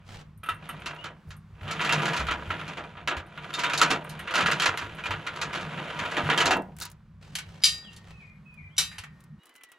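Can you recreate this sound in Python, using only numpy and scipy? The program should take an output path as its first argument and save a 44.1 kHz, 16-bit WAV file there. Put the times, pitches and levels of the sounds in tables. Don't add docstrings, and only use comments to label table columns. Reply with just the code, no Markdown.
import sys
import numpy as np
from scipy import signal
from scipy.fft import rfft, irfft, next_fast_len
from scipy.io import wavfile
from scipy.ndimage import map_coordinates

SR = 44100
rng = np.random.default_rng(int(sys.argv[2]) if len(sys.argv) > 2 else 0)


def wrap_up_sound(samples):
    columns = np.atleast_2d(samples).T
    tamed = np.clip(columns, -1, 1)
    steps = np.round(tamed * 32767).astype(np.int16)
    wavfile.write(sys.argv[1], SR, steps)


N = 431298
TIME_S = np.arange(N) / SR

# time_s, level_db
ROLLING = [(0.0, -62), (0.43, -95), (0.63, -49), (0.95, -45.5), (1.1, -54), (1.4, -106), (1.66, -40.5),
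           (1.82, -34), (1.88, -32.5), (2.0, -29), (2.14, -32.5), (2.33, -44.5), (2.63, -39.5),
           (3.18, -60.5), (3.42, -45), (3.74, -34.5), (3.82, -29.5), (3.93, -34), (4.01, -46.5),
           (4.29, -45), (4.49, -32), (4.57, -33.5), (4.79, -41), (5.08, -45), (5.2, -42), (5.81, -37.5),
           (6.39, -31), (6.45, -33.5), (6.58, -66), (7.1, -77.5)]
# start_s, level_db, treble_offset_db, low_offset_db, tube_hz, ring_offset_db
STONE_DROPS = [(0.433, -35.5, -26, -20, 1267, -6), (0.461, -35.5, -28, -19, 1290, -10),
               (0.4877, -26, -26, -26, 1320, -7.5), (0.491, -27, -25, -30, 2940, -10),
               (0.493, -34, -30, -30, 1900, -10), (0.691, -32, -23, -16, 1287, -8.5),
               (0.8596, -23, -12.5, -21, 2820, -18), (1.041, -25.5, -16, -18.5, 1430, -22),
               (1.3055, -36.5, -12, -28, 1560, -22), (1.679, -24.5, -25, -20, 1570, -25),
               (1.711, -23, -11.5, -30, 1380, -15.5), (1.7947, -21.5, -32, -25.5, 1370, -17.5),
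               (1.812, -16.5, -17.5, -28, 2030, -17.5), (1.8476, -15.5, -16.5, -19, 1390, -18.5),
               (1.893, -16, -20.5, -24, 2646, -18.5), (1.9242, -14, -12.5, -18, 960, -23),
               (2.021, -21.5, -19, -11, 1400, -17), (2.0556, -18, -15, -18, 970, -28),
               (2.081, -20, -19, -30, 1600, -17), (2.1333, -19, -17.5, -33, 964, -19.5),
               (2.165, -21, -12, -21, 1430, -27), (2.195, -20, -19, -22, 1400, -22),
               (2.268, -24, -18.5, -24, 2420, -19.5), (2.2854, -16.5, -33, -19.5, 1330, -22),
               (2.309, -17.5, -20.5, -21.5, 3040, -19.5), (2.5042, -20.5, -27, -20, 1295, -17.5),
               (2.595, -27, -26.5, -27, 2480, -21), (2.6783, -29, -15, -13.5, 1340, -20.5),
               (2.7712, -25, -22.5, -13, 1360, -33), (2.9708, -33, -37, -14.5, 1430, -20),
               (3.0751, -15, -17, -20.5, 1390, -16), (3.1098, -20.5, -29, -14.5, 1700, -18),
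               (3.167, -25, -18.5, -25, 961, -22.5), (3.3762, -31.5, -39, -26, 1430, -9.5),
               (3.5382, -27, -5, -24.5, 3670, -7), (3.584, -23.5, -23.5, -22.5, 1400, -15.5),
               (3.592, -18.5, -14, -26, 940, -26), (3.6358, -13, -18.5, -24.5, 1380, -21.5),
               (3.651, -29.5, -25, -18.5, 3670, -7.5), (3.6978, -19.5, -19.5, -20.5, 1750, -17.5),
               (3.734, -19.5, -10.5, -24, 2450, -13.5), (3.7763, -25.5, 0.5, -20.5, 1390, -20.5),
               (3.802, -18, -26.5, -26, 1320, -13.5), (3.8148, -8, -10.5, -23, 1310, -18),
               (3.9048, -13, -12, -15, 744, -13), (4.095, -36, -7, -26, 2850, -16.5),
               (4.1919, -28.5, -23, -18.5, 1880, -21.5), (4.274, -21, -27, -25, 2430, -20),
               (4.3086, -23, -20.5, -17.5, 1440, -22), (4.339, -17, -15.5, -16.5, 1430, -16),
               (4.355, -12, -15, -26, 1360, -26.5), (4.3802, -13.5, -19.5, -17.5, 1470, -18.5),
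               (4.4062, -13, -18.5, -26.5, 2480, -28.5), (4.4607, -13.5, -16.5, -26, 1420, -14),
               (4.5138, -17, -12.5, -23, 1490, -19.5), (4.5983, -19, -11.5, -28, 3200, -10.5),
               (4.6199, -11.5, -14, -28, 1370, -19), (4.657, -10, -14.5, -23, 1680, -28.5),
               (4.7742, -20, -15, -31, 1520, -25), (4.8137, -25, -20, -31, 1410, -24.5),
               (4.9833, -27.5, -24.5, -35, 1100, -21), (5.0379, -30, -18, -28, 2420, -11),
               (5.0565, -20.5, -21, -21.5, 2340, -16.5), (5.1072, -18.5, -22.5, -24, 935, -18),
               (5.2662, -20.5, -20.5, -38, 1460, -28.5), (5.361, -31, -14, -30, 1310, -21),
               (5.4146, -18, -11, -24, 965, -23.5), (5.5294, -21, -19, -20.5, 1410, -30.5),
               (5.552, -21, -18, -17.5, 1340, -27.5), (5.609, -32.5, -12, -13, 1410, -8),
               (5.775, -24.5, -31, -13, 1270, -23), (5.99, -19, -19.5, -22, 984, -21.5),
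               (6.0518, -23.5, -23, -16, 1360, -17), (6.113, -26.5, -15, -17, 1710, -19.5),
               (6.1682, -15.5, -22.5, -13, 1470, -17.5), (6.2996, -9, -24.5, -18.5, 1360, -28),
               (6.3762, -15, -9.5, -17.5, 3240, -11), (6.4029, -12, -14.5, -24, 3030, -16),
               (6.456, -13, -9.5, -11.5, 1320, -25), (6.48, -20, -28.5, -12, 460, -17),
               (6.5081, -11, -15, -16.5, 756, -14), (6.534, -27, -20, -15, 968, -13),
               (6.8127, -32, -1, -42, 1520, -16), (6.8498, -38.5, -5, -24, 970, -15.5)]
def casters():
    stop = np.clip((ROLLING[-1][0] - TIME_S) / 0.141, 0, 1)
    halt_s = 6.58
    groan = amp(-27) * np.exp(-((TIME_S - halt_s) / np.where(TIME_S < halt_s, 0.16, 0.035)) ** 2)
    when, size = rng.random((700, 2)).T
    pebbles = decays(when * (N - 1) / SR, -6 - 9 * np.log10(size + .03), t60=0.035)
    grind = {"low": np.hypot(follow_roll(-36, slope=0.83), groan) * np.hypot(0.73, 0.31 * pebbles),
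             "middle": amp(curves(ROLLING)[0]) * np.hypot(0.59, 1.2 * pebbles),
             "treble": follow_roll(-50, slope=0.99) * np.hypot(0.84, 1.6 * pebbles)}
    start_s, level_db, treble_db, low_db, *_ = np.transpose(STONE_DROPS)
    jolt_db = {"low": level_db + low_db, "middle": level_db - 8.5, "treble": level_db + treble_db}

    def shake(register, t60):
        body = decays(start_s, jolt_db[register], t60, rise_s=0.0063)
        crack = decays(start_s, jolt_db[register] - 0.5, t60=0.015, rise_s=0.00034)
        jolts = body if register == "low" else np.hypot(body, crack)
        return np.hypot(stop * grind[register], jolts)
    return frame(shake)


# frequency_hz, level_db
FRAME_EQ = [(120, -41.5), (200, -15), (350, -10.5), (410, -19), (550, -17.5), (1000, -5.5), (1350, -7),
            (1900, -4.5), (3100, -5.5), (4000, -14.5), (5200, -24.5), (7000, -25), (8500, -35),
            (11000, -32.5), (13500, -50.5), (16300, -69.5)]
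BAND_EDGES = [240, 900, 2000, 4200, 8500, 40000]
BAND_TAILS = [0.41, 0.23, 0.15, 0.1, 0.029]
def frame(shake):
    def steel(hz):
        peaks_db = sum(db / (1 + ((hz - pitch) / (width / 2)) ** 2) for pitch, width, db in TUBE_MODES)
        return amp(along(FRAME_EQ, hz) + peaks_db)

    def crossover(hz, edge_hz):
        return np.clip(.5 + 2 * np.log2((hz + 1) / edge_hz), 0, 1)

    grit = amp(1.5 * wobble(350) + 0.3 * wobble(60))
    bands, out = [], 0
    for low, high in zip(BAND_EDGES, BAND_EDGES[1:]):
        band = noise(lambda hz: steel(hz) * np.sqrt(abs(crossover(hz, low) - crossover(hz, high))), grit)
        bands.append(band * amp(0.19 * wobble(25)))
    for register, members in {"middle": (1, 2), "low": (0,), "treble": (3, 4)}.items():
        rms = np.sqrt(np.mean(sum(bands[k] for k in members) ** 2))
        out = out + sum(bands[k] / rms * shake(register, BAND_TAILS[k]) for k in members)
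    return out


# pitch_hz, width_hz, boost_db
TUBE_MODES = [(250, 81, 4), (366, 46, 4), (453, 34, 13), (515, 20, 11), (598.6, 60, 10), (691.6, 20, 9.5),
              (755, 22, 3), (964.8, 15, 11), (1215, 14, 8.5), (1311.6, 30, 5.5), (1365, 170, 6.5),
              (1425, 45, 3.5), (1520, 69, 3), (1673, 14, 8), (1926, 20, 2.5), (2420, 39, 5.5),
              (2707, 13, 5.5), (2970, 23, 0.5), (3200, 34, -1), (3660, 18, 4.5)]
def tubes():
    out = np.zeros(N)
    hz, width_hz, _ = np.transpose(TUBE_MODES)
    t60 = 1.09 * np.log(1000) / (np.pi * width_hz)
    for start_s, level_db, _, _, tube_hz, ring_db in STONE_DROPS:
        modes_db = level_db + ring_db + along(FRAME_EQ, hz) + contact_boost(hz, tube_hz, db=16)
        place(out, start_s, ring(hz, modes_db, t60, spread_db=3, rough=.007, seconds=.2, scatter=.1))
    return out


def grains():
    def knock(hz):
        modes = sum((-1) ** k * amp(db + along(FRAME_EQ, pitch)) * 2j * hz * width
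                    / (pitch ** 2 - hz ** 2 + 2j * hz * width + 1)
                    for k, (pitch, width, db) in enumerate(np.abs(TUBE_MODES)))
        return modes / (1 + 1j * hz / 2500) ** 3

    when, size = rng.random((1500, 2)).T
    hits = np.bincount((when * N).astype(int), amp(-6 * np.log(size + .01)), N)
    return amp(curves(ROLLING)[0] - 5.5) * unit(filtered(hits, knock))


# start_s, level_db, pitch_hz, t60_s
LURCHES = [(.51, -34.5, 101, 0.31), (1.27, -34.5, 90.4, 0.32), (1.614, -33, 97, 0.43),
           (2.191, -31, 70.6, 1), (2.471, -33.5, 99, 0.41), (3.167, -23, 86.5, 0.16),
           (4.421, -34.5, 95.5, 0.25), (4.682, -32.5, 98, 0.23), (4.832, -33, 107, 0.31),
           (5.092, -30, 98, 0.35), (6.233, -24, 99, 0.16), (6.446, -33.5, 93, 0.39),
           (6.55, -31, 190.8, 0.55), (7.465, -40, 95, 0.52)]
def thumps():
    out = np.zeros(N)
    attack = 1 - np.exp(-TIME_S[:SR // 2] / 0.0058)
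    for start_s, level_db, pitch_hz, t60 in LURCHES:
        thud = ring([pitch_hz], [level_db], [t60], spread_db=1.5, rough=0.0065, seconds=.5)
        place(out, start_s, attack * thud)
    return out


# start_s, level_db, focus_hz, ring_offset_db, rattle_t60_s, low_offset_db
CHAIN_HITS = [(7.3526, -10.5, 2370, -21, 0.094, -19.5), (7.3855, -19.5, 2834, -14, 0.092, -11),
              (7.621, -37.5, 4960, 5.5, 0.17, -9.5), (7.6367, -5, 4840, 4, 0.26, -35.5),
              (7.652, -16, 7260, -3, 0.12, -27), (7.9308, -38, 1840, -10.5, 0.098, -24.5),
              (7.9634, -30, 1845, -28, 0.084, -24), (8.766, -37.5, 5800, 5.5, 0.072, -25.5),
              (8.7804, -6, 5830, 2.5, 0.19, -22.5), (8.791, -24, 3870, -1, 0.13, -9.5),
              (8.9148, -39, 1510, -10, 0.31, -2), (8.9824, -21, 2840, -13.5, 0.097, -12),
              (9.0366, -32.5, 1500, -9, 0.085, -2)]
LEG_PITCHES = [1215, 1846, 2277, 2627, 2810, 2972, 3160, 3600, 3768, 3893, 3914, 4046, 4358, 4827, 4832,
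               4925, 4980, 5104, 5195, 5523, 5857, 6740, 7260, 7610, 8075, 9935, 10590, 14070]
# level_db, t60_s
LEG_MODES = [(-30, 0.61), (-31.5, 1.25), (-14.5, 0.17), (-21, 0.15), (-17.5, 0.23), (-13, 0.14),
             (-14.5, .16), (-11.5, 0.24), (-9.5, 0.25), (-15, 0.4), (-14, .3), (-10.5, .15), (-12, 0.21),
             (-14, 0.37), (-22.5, .28), (-17, .15), (-11, 0.21), (-16, .15), (-16.5, 0.22), (-17, 0.16),
             (-13, 0.17), (-15.5, 0.2), (-13, 0.28), (-11, 0.17), (-21, .25), (-8, 0.25), (-6, 0.13),
             (-15, .22)]
def chain_end():
    mode_db, mode_t60 = np.transpose(LEG_MODES)
    hz = np.array(LEG_PITCHES)
    splash_eq = [(500, -27.5), (1500, -16.5), (3000, -2.5), (6000, -6.5), (11000, -12.5),
                 (14000, -25.5), (15200, -42.5)]
    bright = eq_noise(splash_eq)
    position, sustain = rng.random((50, 2)).T
    minor_hz = 1800 + 12000 * position ** 1.1
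    dull = eq_noise([(250, -27.0), (700, -10.5), (1500, 0.5), (2500, 2.0), (5000, -38.5)])
    metal, splash = np.zeros(N), 0
    for start_s, level_db, focus_hz, ring_db, rattle_t60, low_db in CHAIN_HITS:
        octaves_above = np.clip(np.log2(hz / focus_hz), 0, None)
        tone_db = contact_boost(hz, focus_hz, db=12) - 6.5 * octaves_above
        main_db = mode_db + level_db + ring_db - 14 + tone_db
        place(metal, start_s, ring(hz, main_db, mode_t60, spread_db=2, rough=.0012, scatter=.06))
        minor_db = level_db - 26 + along(splash_eq, minor_hz)
        minor_t60 = rattle_t60 * (.6 + sustain) * (3000 / minor_hz) ** .3
        place(metal, start_s, ring(minor_hz, minor_db, minor_t60, spread_db=4, rough=.0007, seconds=.25))
        burst = decays([start_s], [level_db], rattle_t60, rise_s=0.0012)
        splash = splash + (amp(-19) * bright + amp(low_db - 5.5) * dull) * burst
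    return metal + splash


# start_s, level_db
LINK_HITS = [(0.375, -44), (0.4354, -33), (0.4594, -36.5), (0.4888, -28), (0.5437, -42), (0.6897, -25),
             (0.8, -46.5), (0.945, -51.5), (1.2905, -46.5), (1.3653, -41), (3.264, -53), (3.3774, -53.5),
             (4.043, -36), (4.093, -29.5), (4.1919, -29), (4.773, -30), (4.9491, -42)]
# pitch_hz, level_db, t60_s
LINK_MODES = [(8850, -3, .11), (9250, 0, .12), (10800, -5, .06), (11350, 0, .1), (12700, -3, .07),
              (13200, -5, .06)]
def chain_links():
    tinkles = np.zeros(N)
    hz, mode_db, t60 = np.transpose(LINK_MODES)
    for start_s, level_db in LINK_HITS:
        detuned_hz = hz * (1 + .006 * rng.standard_normal(len(hz)))
        tinkle = ring(detuned_hz, mode_db + level_db - 20, t60, spread_db=4, rough=.011, seconds=.2)
        place(tinkles, start_s, tinkle)
    start_s, level_db = np.transpose(LINK_HITS)
    click = unit(noise(lambda f: np.clip(f / 9000, 0, 1) ** 2 * (f < 14000)))
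    return tinkles + click * decays(start_s, level_db - 26, t60=.05)


# start_s, level_db, low_offset_db
SETTLING_TICKS = [(6.568, -36.5, -24.5), (6.62, -46.5, -25), (6.766, -40, -6.5), (6.786, -35, -4.5),
                  (6.801, -27, -13), (6.822, -24, -20.5), (6.835, -31.5, -11), (6.853, -27.5, -18),
                  (6.9, -41.5, -24), (6.915, -39, -30), (7.742, -41, -24.5), (7.78, -46.5, -25.5),
                  (8.541, -53, -2), (9.205, -47.5, -28.5), (9.2388, -48, -20), (9.434, -52.5, 3),
                  (9.456, -43.5, -15.5), (9.468, -50.5, -2), (9.493, -48.5, 2.5), (9.5402, -56.5, -7),
                  (9.553, -45.5, 3.5), (9.5609, -42, -14), (9.58, -61.5, 15), (9.61, -58.5, 17.5),
                  (9.688, -62, 12), (9.698, -64, 11), (9.735, -63, 14), (9.635, -35.5, -4),
                  (9.646, -49, -18.5), (9.7174, -41.5, -1)]
def chain_ticks():
    start_s, level_db, low_db = np.transpose(SETTLING_TICKS)
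    sharp = eq_noise([(2500, -11.5), (5000, -9.0), (11000, -6.0), (16000, -15.5)])
    dull = eq_noise([(400, -40), (1200, 3.0), (3000, 3.5), (5000, -25.0)])
    clicks = sharp * decays(start_s, level_db - 8.5, t60=0.033, rise_s=0.00025)
    return clicks + dull * decays(start_s, level_db + low_db - 10, t60=0.06, rise_s=0.00046)


# start_s, loudest_s, end_s, level_db
SOLE_STROKES = [(0.045, 0.133, 0.23, -45.5), (7.206, 7.232, 8.3, -55.5), (8.054, 8.083, 8.13, -59)]
def scuffs():
    strokes = sum(amp(db) * np.interp(TIME_S, times, [0, 1, .3], 0, 0) for *times, db in SOLE_STROKES)
    grit = amp(3.3 * wobble(250) + 1.2 * wobble(32))
    return strokes * eq_noise([(250, -1.0), (1200, -3.0), (3000, -5.5), (7000, -16.0), (15000, -35.5)], grit)


# time_s, pitch_hz, second_harmonic_db, upper_harmonics_db
SQUEAK_PATH = [(9.39, 960, -85, -65), (9.45, 965, -76, -71), (9.51, 1013, -70, -72), (9.56, 998, -64, -75),
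               (9.63, 1001, -54, -76), (9.71, 963, -63, -71), (9.78, 956, -65, -72)]
def squeak():
    pitch_hz, second_db, upper_db = curves(SQUEAK_PATH)
    phase = 2 * np.pi * np.cumsum(pitch_hz * (1 + 0.009 * wobble(45))) / SR
    third = amp(upper_db + 5 * wobble(40)) * np.sin(3 * phase)
    fourth = amp(upper_db - 4 + 5 * wobble(40)) * np.sin(4 * phase)
    second = amp(second_db + 4.5 * wobble(50)) * np.sin(2 * phase)
    return (TIME_S > SQUEAK_PATH[0][0]) * (second + third + fourth)


# start_s, length_s, first_hz, last_hz, level_db
BIRD_SLURS = [(0.937, 0.13, 2663, 3100, -51), (1.535, 0.1, 2640, 2635, -62),
              (7.543, 0.055, 2210, 2200, -67), (7.814, 0.082, 3780, 2650, -54.5),
              (7.903, 0.05, 3390, 2830, -65), (8.69, 0.094, 2900, 3720, -67)]
# offset_s, length_s, first_hz, last_hz, level_db
BIRD_PHRASE = [(0, 0.233, 2619, 2407, -55.5), (0.115, 0.048, 2480, 2100, -55.5),
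               (0.167, .07, 1980, 2150, -64), (.25, 0.046, 2135, 2200, -62.5)]
# start_s, pitch_ratio, gain_db
PHRASE_CUES = [(8.081, 1., -1), (8.449, 0.98, -0.5)]
def bird():
    out, flutter, waver = np.zeros(N), wobble(65), wobble(98)
    phrases = [(cue_s + offset_s, length_s, ratio * first_hz, ratio * last_hz, gain_db + level_db)
               for cue_s, ratio, gain_db in PHRASE_CUES
               for offset_s, length_s, first_hz, last_hz, level_db in BIRD_PHRASE]
    for start_s, length_s, first_hz, last_hz, level_db in BIRD_SLURS + phrases:
        t = TIME_S[:round(length_s * SR)]
        fade = np.clip(np.minimum(t, length_s - t) / 0.01, 0, 1)
        note = slice(round(start_s * SR), round(start_s * SR) + len(t))
        hz = np.linspace(first_hz, last_hz, len(t)) * (1 + 0.0088 * waver[note])
        out[note] += fade * amp(level_db + 3.9 * flutter[note]) * np.sin(2 * np.pi * np.cumsum(hz) / SR)
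    return out


# frequency_hz, level_db
DRONE_EQ = [(65, -44.5), (115, -22), (150, 4), (165, -1.5), (180, -5.5), (215, -8.5), (250, -24.5),
            (390, -41), (660, -120)]
# frequency_hz, level_db
RUMBLE_EQ = [(12, -38.5), (25, -9.5), (45, -5.5), (58, -5), (69, 4.5), (81, -9.5), (97, 6), (118, -5.5),
             (140, -19.5), (290, -120)]
def hum(end_s=9.4):
    leg_boom = follow_roll(-37, slope=0.87)
    drone = np.hypot(amp(-52), leg_boom) * unit(amp(2.8 * wobble(13)) * eq_noise(DRONE_EQ))
    rumble = amp(-54) * unit(amp(3.5 * wobble(19)) * eq_noise(RUMBLE_EQ))
    return (drone + rumble) * np.clip((end_s - TIME_S) / 0.0088, 0, 1)


# frequency_hz, level_db
STREET_EQ = [(150, -29.5), (250, -9), (319, -6.5), (761, -12.5), (1100, -6), (1730, -12), (9660, -35.5),
             (16000, -43)]
def street():
    return amp(-66.5 + 2.2 * wobble(7.6)) * eq_noise(STREET_EQ)


# frequency_hz, t60_s
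YARD_TAILS = [(500, 0.33), (3000, 0.21), (12000, 0.037)]
def yard(send):
    hz, t, spectrum = signal.stft(rng.standard_normal((2, SR // 2)), SR, nperseg=256)
    tail = signal.istft(spectrum * amp(-60 * t / along(YARD_TAILS, hz)[:, None]), SR, nperseg=256)[1]
    return signal.fftconvolve(send, tail / np.linalg.norm(tail[0]), axes=1)[:, :N]


# frequency_hz, correlation
STEREO_LIKENESS = [(60, 0.99), (150, 1), (380, 0.97), (950, 0.95), (2380, 0.81), (5980, 0.81),
                   (15000, 0.82)]
def noise(gain, grit=1):
    def mid_side(hz):
        angle = np.arccos(along(STEREO_LIKENESS, hz)) / 2
        return gain(hz) * [np.cos(angle), np.sin(angle)]
    mid, side = filtered(grit * rng.standard_normal((2, N)), mid_side)
    return np.array([mid + side, mid - side])


def eq_noise(eq, grit=1):
    return unit(noise(lambda hz: amp(along(eq, hz)), grit))


def ring(hz, db, t60, spread_db, rough, seconds=1, scatter=1):
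    hz, db, t60 = (np.asarray(column)[:, None] for column in (hz, db, t60))
    t = TIME_S[:round(seconds * SR)]
    strength, phase = rng.standard_normal((len(hz), 2)).T[..., None]
    drift = rough * np.cumsum(rng.standard_normal((len(hz), len(t))), 1)
    envelopes = amp(db + spread_db * strength - 60 * t / t60)
    modes = envelopes * np.sin(2 * np.pi * (hz * t + scatter * phase + drift))
    return modes.sum(0) * (1 - np.exp(-t / 0.00046))


def decays(start_s, db, t60, rise_s=.001):
    hits = np.bincount(np.round(np.asarray(start_s) * SR).astype(int), amp(db) ** 2, N)
    power = signal.lfilter([1], [1, -amp(-120 / (t60 * SR))], hits)
    lag = np.exp(-1 / (rise_s * SR))
    return np.sqrt(signal.lfilter([1 - lag], [1, -lag], power))


def contact_boost(hz, focus_hz, db):
    return db * np.exp(-(np.log(hz / focus_hz) / .06) ** 2)


def follow_roll(db, slope, hard_push_db=-30):
    return amp(db + slope * (curves(ROLLING)[0] - hard_push_db))


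def place(track, start_s, sound):
    track[round(start_s * SR):][:len(sound)] += sound[:N - round(start_s * SR)]


def amp(db):
    return 10 ** (np.asarray(db) / 20)


def unit(x):
    return x / np.sqrt(np.mean(x ** 2) + 1e-20)


def along(points, hz):
    knots_hz, values = np.transpose(points)
    return np.interp(np.log(hz + 1), np.log(knots_hz + 1), values)


def curves(rows):
    time_s, *columns = np.transpose(rows)
    return [np.interp(TIME_S, time_s, column) for column in columns]


def wobble(rate):
    return map_coordinates(rng.standard_normal(int(N * rate / SR) + 4), [TIME_S * rate])


def filtered(x, response):
    size = next_fast_len(N + 8192)
    return irfft(rfft(x, size) * response(np.fft.rfftfreq(size, 1 / SR)), size)[..., :N]


def scene():
    near = chain_end() + chain_links() + chain_ticks() + scuffs()
    knocks, song = tubes() + grains(), bird()
    echoes = yard(amp(-9) * near + amp(-16.5) * knocks + amp(-0.5) * song)
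    return casters() + near + knocks + thumps() + squeak() + amp(-3) * song + echoes + hum() + street()


# frequency_hz, left_over_right_db
PORT_BALANCE = [(100, -0.1), (300, -0.5), (1000, -1), (2500, -1.1), (5000, -0.8), (9000, 1.5), (14000, 2)]
# frequency_hz, left_lead_rad
PORT_PHASE = [(100, -0.12), (1000, -0.36), (3100, -0.24), (5860, -0.75), (9400, -0.21), (12000, 0.037)]
def record(dry):
    split, top_hz = np.array([[.5], [-.5]]), 16400
    ports = lambda hz: amp(split * along(PORT_BALANCE, hz)) * np.exp(1j * split * along(PORT_PHASE, hz))
    return filtered(dry, lambda hz: ports(hz) * (hz < top_hz))


dry = scene()
out = record(dry)
wrap_up_sound(out)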